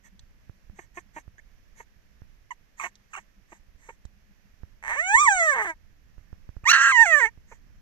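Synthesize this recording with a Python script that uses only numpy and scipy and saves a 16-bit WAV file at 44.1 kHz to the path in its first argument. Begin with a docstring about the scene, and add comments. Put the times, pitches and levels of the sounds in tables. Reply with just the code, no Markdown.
"""Young puppy on a bed.

A very young puppy snuffles, grunts and gives two long squeaky cries close to a two-port microphone.
The voice is vocal fold pulses shaped by throat and mouth; snuffles are air noise in the nose.
Puffs of air thump on the right port over room hiss, a low rumble and a faint hum."""
import sys
import numpy as np
from scipy import signal
from scipy.fft import rfft, irfft
from scipy.io import wavfile
from scipy.ndimage import uniform_filter1d

SR = 44100
rng = np.random.default_rng(int(sys.argv[2]) if len(sys.argv) > 2 else 0)


def to_wav(s):
    """Save 16-bit WAV."""
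    ch = np.atleast_2d(s).T  # columns
    pcm = np.round(np.clip(ch, -1, 1) * 32767)  # PCM
    wavfile.write(sys.argv[1], SR, pcm.astype(np.int16))


N = 344421
AIR_LEAK = 0.5  # thin hiss that always passes the folds


def gain_of(db):
    """Decibels to amplitude factor."""
    return 10 ** (np.asarray(db) / 20)


def unit_rms(x):
    """Scale to rms 1."""
    return x / np.sqrt(np.mean(x ** 2) + 1e-20)


def along(rows, t):
    """Interpolate each column of a curve at times t."""
    times_s, *columns = np.transpose(rows)
    return [np.interp(t, times_s, column) for column in columns]


def add(mix, start_s, sound):
    """Mix a sound in at start_s."""
    part = mix[..., round(start_s * SR):][..., :sound.shape[-1]]
    part += sound[..., :part.shape[-1]]


def coloured(x, spectrum, size=4096):
    """Minimum-phase filter from rows of freq_hz, gain_db."""
    freq_hz, gain_db = np.transpose(spectrum)
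    bins_hz = abs(np.fft.fftfreq(size, 1 / SR))
    log_gain = np.interp(np.log(bins_hz + 1), np.log(freq_hz + 1), gain_db) * np.log(10) / 20
    phase = -signal.hilbert(log_gain).imag
    taps = np.fft.ifft(np.exp(log_gain + 1j * phase)).real[:size // 2]
    return signal.oaconvolve(x, taps)[:len(x)]


def filtered(x, edge_hz, kind="low", order=2):
    """Zero-phase Butterworth filter."""
    return signal.sosfiltfilt(signal.butter(order, edge_hz, kind, fs=SR, output="sos"), x)


def wobble(count, rate_hz):
    """Smooth random drift, rms 1."""
    spectrum = rfft(signal.detrend(rng.standard_normal(count), type="constant"))
    bins_hz = np.fft.rfftfreq(count, 1 / SR)
    return unit_rms(irfft(spectrum / (1 + (bins_hz / rate_hz) ** 2), count))


def background():
    """Independent hiss at each port, a lumpy, partly shared rumble and a wavering hum."""
    # freq_hz, gain_db
    hiss_colour = [(150, -25), (250, -4), (550, -5.5), (1400, -16), (2500, -10.5), (8500, -27),
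                   (9500, -24.5), (14000, -25.5)]
    # freq_hz, gain_db
    rumble_colour = [(8.8, -39.5), (15, 9.5), (27, -1), (46, -6), (151, -21), (300, -32.5), (390, -52.5),
                     (660, -120)]
    # time_s, level_db
    rumble_curve = [(0.0, -55.5), (2.2, -54.5), (2.8, -60.5), (4.1, -55.5), (7.81, -50)]
    # pitch_hz, waver_hz, level_db
    hum_tones = [(201, 12, -75)]
    t = np.arange(N) / SR

    def noise(colour, waver_db, waver_hz):
        return unit_rms(coloured(rng.standard_normal(N), colour)) * gain_of(waver_db * wobble(N, waver_hz))

    hiss = gain_of(-71) * np.array([noise(hiss_colour, waver_db=0.62, waver_hz=2) for _ in range(2)])
    left, shared = (noise(rumble_colour, waver_db=3, waver_hz=30) for _ in range(2))
    rumble = gain_of(along(rumble_curve, t)[0]) * np.array([0.5 * left + 0.15 * shared, 1.62 * shared])
    hum = np.zeros(N)
    for pitch_hz, waver_hz, level_db in hum_tones:
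        level = gain_of(level_db + 7.2 * wobble(N, waver_hz))
        hum += level * np.sin(2 * np.pi * pitch_hz * t + 1.3 * wobble(N, waver_hz))
    return hiss + rumble + hum


def mouth_opening(x, treble_db):
    """An open mouth lets out more treble."""
    low = filtered(x, edge_hz=3300, order=4)
    return low + gain_of(treble_db) * (x - low)


def at_ports(x, start_s):
    """Sound reaches the left port first; head direction sets balance and one delay per sound."""
    # time_s, left_lead_s, left_gain_db
    head = [(0, 0.00033, -3), (1.3, 0.00032, -1), (2.5, 0.00024, -2), (5.75, 0.00021, 4.5),
            (6.6, 0.00003, -1), (6.9, 0.000044, 6), (6.95, 0.00013, -1.5)]
    x = np.pad(x, (0, 64))
    lead_s, left_db = along(head, start_s + np.arange(len(x)) / SR)
    delay = np.exp(-2j * np.pi * np.fft.rfftfreq(len(x), 1 / SR) * lead_s.mean())
    return np.array([x * gain_of(left_db), irfft(rfft(x) * delay, len(x))])


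def snuffles():
    """Air hisses through the nostrils; wet lips part with tiny smacks."""
    # start_s, length_s, relative_db
    breaths = [(0.024, 0.075, -65), (0.735, 0.14, -66), (0.929, 0.1, -61.5), (1.122, 0.11, -62),
               (1.741, 0.11, -63), (2.51, 0.039, -70), (2.759, 0.15, -52.5), (3.086, 0.16, -63.5),
               (3.466, 0.14, -69), (3.755, 0.23, -69), (7.453, 0.14, -69)]
    # start_s, relative_db
    lip_partings = [(0.1933, -69), (2.9545, -71.5), (4.0526, -71.5)]
    # freq_hz, gain_db
    nose = [(8500, -1), (11500, 16.5), (14000, -6)]
    # freq_hz, gain_db
    lips = [(2300, -9), (3500, 33), (5300, 28), (6500, 14)]
    rise_s, fade_s = 0.0004, 0.0022
    out, t = np.zeros((2, N)), np.arange(900) / SR
    snap = np.minimum(t / rise_s, 1) * np.exp(-t / fade_s)
    puffs = [(s, gain_of(db) * np.hanning(round(length_s * SR)), nose) for s, length_s, db in breaths]
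    smacks = [(s, gain_of(db) * snap, lips) for s, db in lip_partings]
    for start_s, envelope, colour in puffs + smacks:
        air = gain_of(19) * envelope * coloured(rng.standard_normal(len(envelope)), colour)
        add(out, start_s, at_ports(mouth_opening(air, treble_db=16.7), start_s))
    return out


def bedroom_tail(x):
    """Bedding soaks up sound, leaving a short tail of sparse reflections."""
    rt60_s = 0.025
    taps = np.zeros((2, 12000))
    delays = np.arange(120, 11980, 20) + rng.integers(0, 20, (2, 593))
    np.put_along_axis(taps, delays, rng.choice([-1., 1.], delays.shape), 1)
    taps *= gain_of(-60 * np.arange(taps.shape[1]) / SR / rt60_s)
    return signal.oaconvolve(x, taps / np.linalg.norm(taps[0]), axes=1)[:, :N]


def thumps():
    """Air hits the right port: a pressure step, then the membrane swings back and settles."""
    # start_s, relative_db, swing_hz
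    puffs = [(0.496, -38.5, 91), (0.698, -41.5, 71), (1.279, -40.5, 74.4), (2.219, -41, 82),
             (4.053, -37.5, 64), (4.634, -35, 66.4), (5.154, -39, 45), (6.181, -42.5, 75),
             (6.329, -35.5, 69), (6.491, -35.5, 75), (6.567, -34.5, 60.5), (6.637, -40, 90),
             (7.376, -46, 91)]
    out, t = np.zeros(N), np.arange(3000) / SR
    step = 0.5 * np.exp(-t / 0.0019) * np.minimum(t / 0.00045, 1)
    for start_s, relative_db, swing_hz in puffs:
        swing = 4.6 * np.sin(2 * np.pi * swing_hz * t) * np.exp(-t * swing_hz * 2.3)
        add(out, start_s, -gain_of(relative_db) * (step + swing))
    return out * np.array([[0.08], [1.5]])


def vocal_folds(pitch_hz, rough, flutter=0, cycles=1, leak=AIR_LEAK):
    """Fold pulses. Roughness shakes timing and strength and leaks air; flutter bunches every few."""
    count, top_hz = len(pitch_hz), 15000
    swell_db, swell_range_hz = 4, (4, 14)
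    t = np.arange(count) / SR
    turns_per_sample = pitch_hz * np.exp(0.26 * rough * wobble(count, 110)) / SR
    flutter_rad = 2 * np.pi * np.cumsum(turns_per_sample / cycles * np.exp(0.08 * wobble(count, 40)))
    turns = rng.random() + np.cumsum(turns_per_sample)
    bunched = turns + 0.11 * flutter * np.sin(flutter_rad)  # stressed cycles run faster
    draws = rng.random((200, 2))
    pulses = np.zeros(count)
    for k in range(1, int(top_hz / pitch_hz.min())):
        swell_hz = np.interp(draws[k, 0], (0, 1), swell_range_hz)
        swell = (k > 2) * np.sin(2 * np.pi * (swell_hz * t + draws[k, 1]))  # each overtone on its own
        pulses += np.cos(2 * np.pi * k * bunched) * (k * pitch_hz < top_hz) * gain_of(swell_db * swell)
    pulses *= np.sqrt(2 * pitch_hz / 500) * np.exp(0.9 * rough * wobble(count, 130))
    air = (0.84 + 2 * np.exp(-(turns % 1) / 0.75)) * rng.standard_normal(count)
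    stress = np.exp(flutter * np.cos(flutter_rad)) / np.sqrt(np.i0(2 * flutter))
    return (pulses + rough * air + leak * np.diff(air, prepend=0)) * stress


def chest_tone(x, share):
    """Add the low chest tone; a negative share thins it."""
    return x + share * filtered(x, edge_hz=550)


def grunts():
    """Short grunts and squeaky yaps; the chest tone drops out while the head is raised."""
    # start_s, length_s, effort_db, start_hz, end_hz, roughness
    pushes = [(0.787, 0.017, -45.5, 352, 383, 0.39), (0.97, 0.025, -43.5, 373, 360, 0.24),
              (1.161, 0.033, -45, 292, 323, 0.31), (1.38, 0.024, -52, 1706, 2030, 0.34),
              (1.8, 0.014, -47, 480, 463, 0.45), (2.506, 0.021, -37, 1037, 942, 0.1),
              (2.796, 0.05, -38.5, 1333, 978, 0.44), (2.835, 0.045, -34.5, 362.6, 343, 0.3),
              (3.133, 0.015, -34.5, 1395, 1230, 0.28), (3.146, 0.011, -33.5, 1486, 1165, 0.32),
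              (3.161, 0.011, -32.5, 1454, 1310, 0.06), (3.167, .032, -40.5, 435, 301, 0.49),
              (3.52, 0.015, -48, 355, 329, 0.39), (3.886, 0.029, -50.5, 455, 428, 0.56),
              (6.641, 0.0085, -43, 1330, 1260, 0.32), (7.514, 0.025, -51, 503, 476, 0.42)]
    # freq_hz, gain_db
    grunt_colour = [(1000, 6.5), (1900, -4.5), (2800, 10), (3700, -8.5), (5000, -11), (6000, 0)]
    attack_s, head_up_s, head_down_s = 0.0021, 2.4, 3.4
    out = np.zeros((2, N))
    for start_s, length_s, effort_db, start_hz, end_hz, rough in pushes:
        progress = np.linspace(0, 1, round(length_s * SR))
        attack = np.minimum(progress * length_s / attack_s, 1)
        fade = np.sqrt(1 - progress ** 0.64) * np.minimum((1 - progress) * 3.2, 1)
        pitch_hz = start_hz + (end_hz - start_hz) * progress
        voice = vocal_folds(pitch_hz, rough) * gain_of(effort_db) * attack * fade
        voice = chest_tone(voice, -0.85 if head_up_s < start_s < head_down_s else 2.2)
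        add(out, start_s, at_ports(coloured(voice, grunt_colour), start_s))
    return out


def creak(end_s, end_db, length_s):
    """Low creak rising into a cry, as rows of time_s, pitch_hz, effort_db."""
    low_hz, high_hz, start_db = 80.5, 263.2, -45.5
    progress = np.arange(8) / 8
    rise = np.sin(np.pi / 2 * progress)
    pitch_hz = low_hz * (high_hz / low_hz) ** rise
    effort_db = start_db + (end_db - start_db) * rise
    return list(zip(end_s - length_s * (1 - progress), pitch_hz, effort_db))


def voice_breaks(t):
    """The voice breaks into a rasp: roughness, flutter, cycles per flutter and jolt at times t."""
    # start_s, length_s, roughness, flutter_depth, cycles_per_flutter, jolt_db
    rasps = [(5.545, .075, .16, .8, 2, 0), (5.648, .015, .3, .7, 2, 0), (6.715, .202, .1, .65, 5, 8)]
    clear_rough, edge_s, jolt_s = 0.028, 0.012, 0.0035
    rough, flutter, cycles, jolt_db = clear_rough, 0, 1, 0
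    for start_s, length_s, rasp_rough, depth, rasp_cycles, size_db in rasps:
        inside = np.clip(np.minimum(t - start_s, start_s + length_s - t) / edge_s + 0.5, 0, 1)
        rough += (rasp_rough - clear_rough) * inside
        flutter += depth * inside
        cycles = np.where(inside > 0, rasp_cycles, cycles)
        age = (t - start_s) / jolt_s - 0.5
        jolt_db += size_db * (np.exp(-age ** 2) - 2 * np.exp(-(age - 2) ** 2))  # jolt, then catch
    return rough, flutter, cycles, jolt_db


def cries():
    """Two squeals rise and fall; the mouth opens with pitch and half closes in a rasp."""
    # per cry: time_s, pitch_hz, effort_db
    cry_curves = [
        [(4.966, 535, -34.5), (5.034, 713, -34.5), (5.09, 773, -28.5), (5.145, 883, -22.5), (5.18, 1096, -20.5),
         (5.22, 1230, -18), (5.26, 1113, -22), (5.288, 872, -21.5), (5.315, 797, -22.5), (5.41, 680, -23.5),
         (5.5, 594.7, -27), (5.592, 433, -30), (5.648, 410, -35.5), (5.678, 339, -35), (5.738, 305, -35)],
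        [(6.652, 898, -40), (6.668, 978.4, -28), (6.7, 1352, -12.5), (6.712, 1461, -18.5), (6.735, 1366, -12),
         (6.775, 1352, -18.5), (6.865, 1400, -15), (6.914, 1311, -18.5), (6.921, 1057, -24.5),
         (6.986, 912, -25.5), (7.016, 929, -21), (7.05, 841, -26.5), (7.066, 708, -22.5), (7.162, 582.6, -26),
         (7.186, 583, -25.5), (7.213, 490, -26.5), (7.262, 425, -28.5), (7.294, 478, -23)],
    ]
    # time_s, ring_db, bite_db, top_hiss_db
    mouth_shape = [(4.9, 0, 2, 13), (5.05, 3.5, -5, -8), (5.25, -7, -7, -12), (5.4, -10, -2, -5),
                   (5.6, -4.5, -0.5, 12.5), (6.66, 3.5, 13, 7.5), (6.705, 4, 23.5, 15), (6.75, -3, 17, -4),
                   (6.9, -5, 5.5, -5.5), (6.96, 5.5, 4.5, -10.5), (7.12, 0.5, 1.5, 3.5)]
    # ring, bite, top hiss: low_hz, high_hz
    mouth_bands = (2050, 3250), (3500, 5900), (9600, 14000)
    attack_s, release_s, release_db = 0.0013, 0.033, -29.5
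    open_hz, treble_db_per_octave, rasp_treble_db = 750, 3.5, -10.5
    creak_s, creak_rough, creak_treble_db = 0.14, 0.36, -3
    first, second = cry_curves
    onset_s, _, onset_db = first[0]
    out = np.zeros((2, N))
    for curve in [creak(onset_s, onset_db, creak_s) + first, second]:
        t = np.arange(curve[0][0], curve[-1][0], 1 / SR)
        pitch_hz, effort_db = along(curve, t)
        pitch_hz = uniform_filter1d(pitch_hz, 300, mode="nearest")  # muscles round off corners
        rough, flutter, cycles, jolt_db = voice_breaks(t)
        bands_db = along(mouth_shape, t)
        bite_db = bands_db[1]
        creaking = np.clip((onset_s - t) / creak_s, 0, 1)
        rough += creak_rough * np.sqrt(creaking)
        attack = np.minimum((t - t[0]) / attack_s, 1)
        release = np.clip(1 - (t[-1] - t) / release_s, 0, 1)
        voice = vocal_folds(pitch_hz, rough, flutter, cycles, leak=AIR_LEAK * gain_of(bite_db / 2))
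        voice *= gain_of(effort_db + jolt_db + release_db * release) * attack
        thinness = np.minimum(20 * creaking + 2 * flutter * (pitch_hz > open_hz), 1)  # creak, scream
        voice = chest_tone(voice, -0.9 * thinness)
        for band_hz, band_db in zip(mouth_bands, bands_db):
            voice += (gain_of(band_db) - 1) * filtered(voice, band_hz, "band")
        treble_db = treble_db_per_octave * np.log2(pitch_hz / open_hz)
        treble_db += rasp_treble_db * flutter - 0.45 * bite_db
        treble_db = np.where(creaking > 0, creak_treble_db, treble_db)
        voice = mouth_opening(voice, uniform_filter1d(treble_db, 400, mode="nearest"))
        add(out, t[0], at_ports(voice, t[0]))
    return out


def scene():
    """The puppy through its throat and the room, plus background and thumps."""
    # freq_hz, gain_db
    throat = [(500, -10.5), (1000, -1), (1400, -13.5), (1650, -7.5), (1840, 0.5), (2150, -2.5), (2700, -17),
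              (3300, -24.5), (4400, -33), (5250, -44), (6200, -23.5), (8200, -21.5), (9000, -36),
              (10000, -50), (11800, -44.5), (14300, -56)]
    puppy = gain_of(-2.5) * np.array([coloured(x, throat) for x in cries() + grunts() + snuffles()])
    return puppy + gain_of(-8.5) * bedroom_tail(puppy) + background() + thumps()


def record(dry):
    """The right port rings in its small cavity; peaks round off, then the band is limited."""
    # freq_hz, gain_db
    right_port = [(100, -3.5), (900, 2), (1400, 9.5), (1750, 13.5), (2500, 4), (3800, 1), (6000, 13),
                  (7500, 4.5), (8500, -5.5), (10000, -4), (12500, 7)]
    cutoff_hz = 14400
    ports = np.array([dry[0], coloured(dry[1], right_port)])
    ports = 0.94 * np.tanh(ports + ports ** 3 / 3)
    lowpass = signal.firwin(511, cutoff_hz, window=("kaiser", 9), fs=SR)
    return signal.oaconvolve(ports, lowpass[None], "same")


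dry = scene()
out = record(dry)
to_wav(out)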